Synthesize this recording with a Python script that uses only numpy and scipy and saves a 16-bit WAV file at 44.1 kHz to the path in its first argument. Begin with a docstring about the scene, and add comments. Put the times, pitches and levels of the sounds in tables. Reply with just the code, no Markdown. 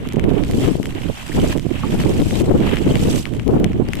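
"""Wind gusts buffet two microphone ports in turn, and stray drops tick close by.
A metre below, a rubber boot kicks four times through watery slush on ice.
Each swing ploughs up ringing bubbles; a few larger air pockets plop.
The thrown slush patters down in lumps as a bright spray."""
import sys
import numpy as np
from scipy import signal
from scipy.fft import rfft, irfft, next_fast_len
from scipy.io import wavfile
from scipy.ndimage import uniform_filter1d, minimum_filter1d, map_coordinates

SR = 44100
rng = np.random.default_rng(int(sys.argv[2]) if len(sys.argv) > 2 else 0)


def unload_audio(sound):
    """Save the sound as a 16-bit wav file, at the path given as the first command line argument."""
    columns = np.transpose(np.atleast_2d(sound))
    # keep every value between -1 and 1, then stretch to whole-number steps
    steps = np.round(np.clip(columns, -1, 1) * 32767)
    wavfile.write(sys.argv[1], SR, steps.astype(np.int16))


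N = 176400

# wind at each port (time [s], strength [dB])
GUSTS_LEFT = [(.19, -38), (.25, -22), (.41, -44), (.46, -24), (.68, -14), (.95, -42), (1.3, -66),
              (1.37, -12), (1.53, -29), (1.61, -62), (1.85, -43), (1.93, -21), (2.43, -16.5), (2.51, -11.5),
              (2.66, -24), (2.78, -42), (2.87, -16), (3.18, -20.5), (3.29, -82), (3.39, -19.5),
              (3.46, -25.5), (3.49, -13), (3.63, -16), (3.71, -26.5), (4, -28.5)]
GUSTS_RIGHT = [(.12, -31.5), (.18, -15), (.39, -15), (.44, -20), (.65, -22), (.72, -33), (1.05, -27.5),
               (1.1, -13.5), (1.16, -54.5), (1.4, -15.5), (1.56, -17), (1.63, -24), (1.85, -23.5),
               (2.09, -14.5), (2.35, -32), (2.51, -16.5), (3.17, -18), (3.24, -39), (3.34, -17.5),
               (3.45, -49), (3.53, -13), (3.71, -21.5), (3.82, -16), (3.88, -38.5)]
# wind spectra (frequency [Hz], relative density [dB])
RUMBLE_SPECTRUM = [(25, -4), (90, -4), (260, -10), (700, -90)]
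BUFFET_SPECTRUM = [(40, -21), (120, -1.5), (300, -1), (500, -13), (4000, -68)]
FLUTTER_SPECTRUM = [(150, -10), (400, -0.5), (700, -14), (4000, -57.5)]
# lone eddies (time [s], peak [dB], left-right [dB])
EDDY_THUMPS = [(.17, -1, -30), (0.755, -7, 28), (.8, -8.5, 33), (1.667, -8, -23)]
# drops and ice crumbs (time [s], relative level [dB], left-right [dB], tilt [dB/octave])
NEAR_DROPS = [(.0886, -26, -7, 1.5), (.134, -28, 2, 7), (.196, -18, 29, -3.5), (.2409, -23, 27, -3.5),
              (.4372, -21, 26, -5), (.512, -23, -6, 1.5), (.83, -23, 11, 0), (.857, -19.5, 7, 1),
              (2.0013, -18.5, 8, -13), (2.037, -19.5, 20, -11), (2.3088, -21, 4, -2.5), (2.77, -15, 18, -5),
              (2.9553, -12, 24, -4), (3.255, -15.5, 12, -6), (3.397, -21, 16, -5.5), (3.6, -29.5, -17, 4),
              (3.644, -12.5, 13, -1.5), (3.9341, -15, 7, -2), (3.954, -24.5, 1, 3.5)]
# ring of a drop (frequency [Hz], relative level [dB], t60 [s])
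DROP_RING = [(2190, 1, 0.0048), (2930, -4, 0.006)]
# treble colour of each port (frequency [Hz], gain [dB])
LEFT_RESPONSE = [(1000, -3), (3300, -0.5), (7900, -3.5), (8800, 3.5), (14000, -1)]
RIGHT_RESPONSE = [(1000, -6.5), (3000, 0.5), (6600, 4), (8000, 9), (9200, -2), (14000, 2)]
# larger air pockets (time [s], pitch [Hz], level [dB], t60 [s], mean rise over t60 [share of pitch])
AIR_POCKETS = [(1.318, 1770, -22, 0.038, 0.46), (1.399, 3000, -20, 0.016, 0.081),
               (1.834, 1145, -15.5, 0.058, .03), (1.836, 868, -21.5, 0.13, 0.046),
               (2.912, 3020, -20, 0.019, 0.087)]
# splash spectra (frequency [Hz], relative density [dB])
SPRAY_SPECTRUM = [(1200, -51), (2500, 9), (4300, 2.5), (14200, -4.5)]
SLOSH_SPECTRUM = [(250, -23), (600, 7.5), (1500, -0.5), (3100, 1), (5200, -23)]
# churned water and falling spray (time [s], slosh level [dB], spray level [dB])
KICK_LEVELS = [(.27, -38, -63), (.58, -39, -44), (.64, -26.5, -41.5), (.8, -46, -51), (.98, -34, -52.5),
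               (1.38, -33, -44), (1.52, -28.5, -39.5), (1.58, -45, -54.5), (1.8, -32, -51),
               (2.02, -31, -43), (2.24, -39.5, -44), (2.405, -29.5, -37.5), (2.43, -42, -50),
               (2.57, -38, -51), (2.71, -24, -49), (2.83, -35.5, -49), (2.97, -32, -44.5),
               (3.19, -34.5, -37.5), (3.25, -41, -53.5), (3.68, -42.5, -63), (3.89, -40.5, -61.5),
               (3.95, -34, -51)]


def amp(db):
    """Decibels to gain."""
    return 10 ** (np.asarray(db) / 20)


def unit(x):
    """Scale to rms 1."""
    return x / np.sqrt(np.mean(x ** 2) + 1e-20)


def curves(rows):
    """One value per sample for each column after the time."""
    times_s, *columns = np.transpose(rows)
    return [np.interp(np.arange(N) / SR, times_s, column) for column in columns]


def wobble(rate_hz):
    """Smooth random curve, rate_hz knots a second."""
    return map_coordinates(rng.standard_normal(4096), [np.arange(N) * rate_hz / SR], mode="wrap")


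def colour(x, points):
    """Minimum-phase filter through (frequency [Hz], gain [dB]) points."""
    m = 2 * next_fast_len(N // 2 + 4096)
    hz, db = np.transpose(points)
    log_gain = np.log(amp(np.interp(np.log(np.fft.rfftfreq(m, 1 / SR) + 1), np.log(hz + 1), db)))
    cepstrum = irfft(log_gain)[:m // 2]
    cepstrum[1:] *= 2
    return irfft(rfft(x, m) * np.exp(rfft(cepstrum, m)), m)[..., :N]


def noise(spectrum):
    """Coloured noise of rms 1, independent at each port."""
    return unit(colour(rng.standard_normal((2, N)), spectrum))


def sizes(uniform):
    """Uniform draws to exponential ones, capped at 4."""
    return np.minimum(-np.log(uniform), 4)


def add(out, start_s, sound, pan_db):
    """Mix a short sound into the stereo pair; positive pan is left."""
    sides = amp(np.array([[pan_db], [-pan_db]]) / 2)
    part = out[:, max(round(start_s * SR), 0):][:, :sound.shape[-1]]
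    part += (unit(sides) * sound)[:, :part.shape[1]]


def turbulence(spectrum, eddy_db, average_s=0.17):
    """Eddy-modulated noise, held at even mean power so the gust alone sets the level."""
    lumpy = amp(eddy_db) * noise(spectrum)
    window = signal.windows.hann(int(2 * average_s * SR))
    power = signal.fftconvolve(lumpy ** 2, window[None] / window.sum(), mode="same", axes=1)
    return lumpy / np.sqrt(np.abs(power) + 1e-12)


def wind(reference_db=-18):
    """Eddies shake each port on its own; a stronger gust is louder and reaches higher in pitch."""
    gust_db = np.array(curves(GUSTS_LEFT) + curves(GUSTS_RIGHT)) - reference_db
    eddies = np.array([wobble(rate_hz=70) for port in range(2)])
    rumble = amp(-20 + 0.44 * gust_db) * noise(RUMBLE_SPECTRUM)
    buffet = amp(-16 + 0.85 * gust_db) * turbulence(BUFFET_SPECTRUM, eddy_db=6.5 * eddies)
    flutter = amp(-27.5 + 3.14 * gust_db) * turbulence(FLUTTER_SPECTRUM, eddy_db=5.5 * eddies)
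    return rumble + buffet + flutter


def thumps(centre_hz=194, width_s=0.0033, steepness=0.43):
    """A lone eddy hits a port: one short pressure swing with a steep middle."""
    out, t = np.zeros((2, N)), np.arange(-SR // 50, SR // 50) / SR
    for time_s, peak_db, pan_db in EDDY_THUMPS:
        phase = 2 * np.pi * centre_hz * t * amp(rng.normal())
        jolt = np.sin(phase) / (1 + steepness ** 2 - 2 * steepness * np.cos(phase))
        swing = jolt * np.exp(-(t / width_s) ** 2)
        add(out, time_s + t[0], amp(peak_db) * swing / np.abs(swing).max(), pan_db)
    return out


def drops(small_count=30, gain_db=-11, centre_hz=3750, crack_t60_s=0.0064):
    """Each near drop or ice crumb cracks and rings briefly; smaller ones fall at random."""
    out, t = np.zeros((2, N)), np.arange(SR // 100) / SR
    octaves = np.log2((np.fft.rfftfreq(len(t), 1 / SR) + 1) / centre_hz)
    small = [(rng.random() * N / SR, rng.normal(-28, 2), rng.normal(0, 10), rng.normal(0, 2))
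             for _ in range(small_count)]
    for time_s, level_db, pan_db, tilt_db in list(NEAR_DROPS) + small:
        ring = sum(amp(mode_db + rng.normal(size=(2, 1)) - 60 * t / t60_s)
                   * np.sin(2 * np.pi * hz * rng.normal(1, 0.046) * t)
                   for hz, mode_db, t60_s in DROP_RING)
        crack = amp(-2.5 - 60 * t / crack_t60_s) * rng.standard_normal((2, len(t)))
        band = amp(tilt_db * octaves - 2 * octaves ** 2)
        tick = irfft(rfft(ring + crack) * band, len(t)) * (1 - t / t[-1])
        add(out, time_s, amp(level_db + gain_db) * unit(tick), pan_db)
    return out


def plops(attack_s=0.00023):
    """Closing air pockets ring briefly, rising in pitch and wavering as they break up."""
    out, t = np.zeros((2, N)), np.arange(SR // 5) / SR
    for time_s, hz, level_db, t60_s, rise in AIR_POCKETS:
        waver = 2 * wobble(rate_hz=276)[:len(t)] * np.sqrt(t / t60_s)
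        phase = 2 * np.pi * hz * t * (1 + rise * t / t60_s) + waver
        envelope = amp(level_db - 60 * t / t60_s) * (1 - np.exp(-t / attack_s))
        add(out, time_s, envelope * np.sin(phase), pan_db=0)
    return out


def bubbles(count, centre_hz, log_spread, t60_cycles, size_db, rise):
    """Tiny bubbles ring and glide up, each with its own balance and lag between the ports."""
    t = np.arange(512) / SR
    size_draw, time_draw, lag_draw = np.hsplit(rng.random((count, 3)), 3)
    detune, balance = np.hsplit(rng.standard_normal((count, 2)), 2)
    cycles = np.clip(centre_hz * np.exp(log_spread * detune), 500, 18000) * t
    age = cycles / t60_cycles
    ring = amp(size_db * sizes(size_draw) - 60 * age) * np.sin(2 * np.pi * cycles * (1 + rise * age))
    index = (time_draw * N).astype(int) + np.arange(len(t))
    lag_samples = (lag_draw * 24).astype(int)
    ports = ((-1.06, lag_samples), (2, lag_samples.max() - lag_samples))
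    return np.array([np.bincount((index + lag).ravel(), (ring * amp(side_db * balance)).ravel(), N)[:N]
                     for side_db, lag in ports])


def clumps(count=420, swell_s=0.0014, slap_db=-8.5):
    """Gain of rms 1: each lump of slush swells as it lands and dies away fast."""
    time_draw, size_draw = rng.random((count, 2)).T
    slaps = np.bincount((time_draw * N).astype(int), amp(slap_db) * sizes(size_draw), N)
    age = np.arange(SR // 20) / (swell_s * SR)
    return unit(1 + signal.fftconvolve(slaps, age * np.exp(1 - age))[:N])


def spray(level_db, count=9000, size_db=4):
    """Thrown slush falls back as small impacts and ringing droplets over a fine fizz."""
    size_draw, time_draw = rng.random((count, 2)).T
    strength = amp(size_db * sizes(size_draw))
    index = (time_draw * N).astype(int)
    hits = np.array([np.bincount(index, strength * rng.standard_normal(count), N) for port in range(2)])
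    patter = unit(colour(hits, SPRAY_SPECTRUM))
    rings = bubbles(count=3000, centre_hz=6990, log_spread=0.45, t60_cycles=107, size_db=2.5, rise=0.18)
    tinkle = amp(0.5) * unit(colour(rings, SPRAY_SPECTRUM))
    surge = amp(level_db + 1.4 * wobble(rate_hz=50))
    fizz = amp(2) * noise(SPRAY_SPECTRUM)
    return surge * (patter + tinkle + fizz)


def slosh(level_db):
    """The boot ploughs the water: bubbles over a wash, in uneven surges."""
    rings = bubbles(count=2600, centre_hz=2080, log_spread=0.499, t60_cycles=14.4, size_db=2, rise=0.2)
    froth = amp(-2.5) * unit(colour(rings, SLOSH_SPECTRUM))
    surge = amp(level_db + 2.32 * wobble(rate_hz=45.31))
    wash = amp(-3) * noise(SLOSH_SPECTRUM)
    return surge * (froth + wash)


def scene():
    """Splashing, coloured by each port, plus near drops and wind."""
    slosh_db, spray_db = curves(KICK_LEVELS)
    left, right = clumps() * (slosh(slosh_db) + spray(spray_db)) + plops()
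    splash = np.array([colour(left, LEFT_RESPONSE), colour(right, RIGHT_RESPONSE)])
    return splash + drops() + wind() + thumps()


def record(dry):
    """Peak limiter, then a steep low-pass."""
    ceiling, hold_samples, cutoff_hz = 0.9, 441, 14350
    headroom = np.minimum(1, ceiling / (np.abs(dry) + 1e-9))
    limited = dry * uniform_filter1d(minimum_filter1d(headroom, hold_samples), hold_samples)
    m = next_fast_len(N + 4096)
    low_pass = 1 / np.sqrt(1 + (np.fft.rfftfreq(m, 1 / SR) / cutoff_hz) ** 160)
    return irfft(rfft(limited, m) * low_pass, m)[:, :N]


dry = scene()
out = record(dry)
unload_audio(out)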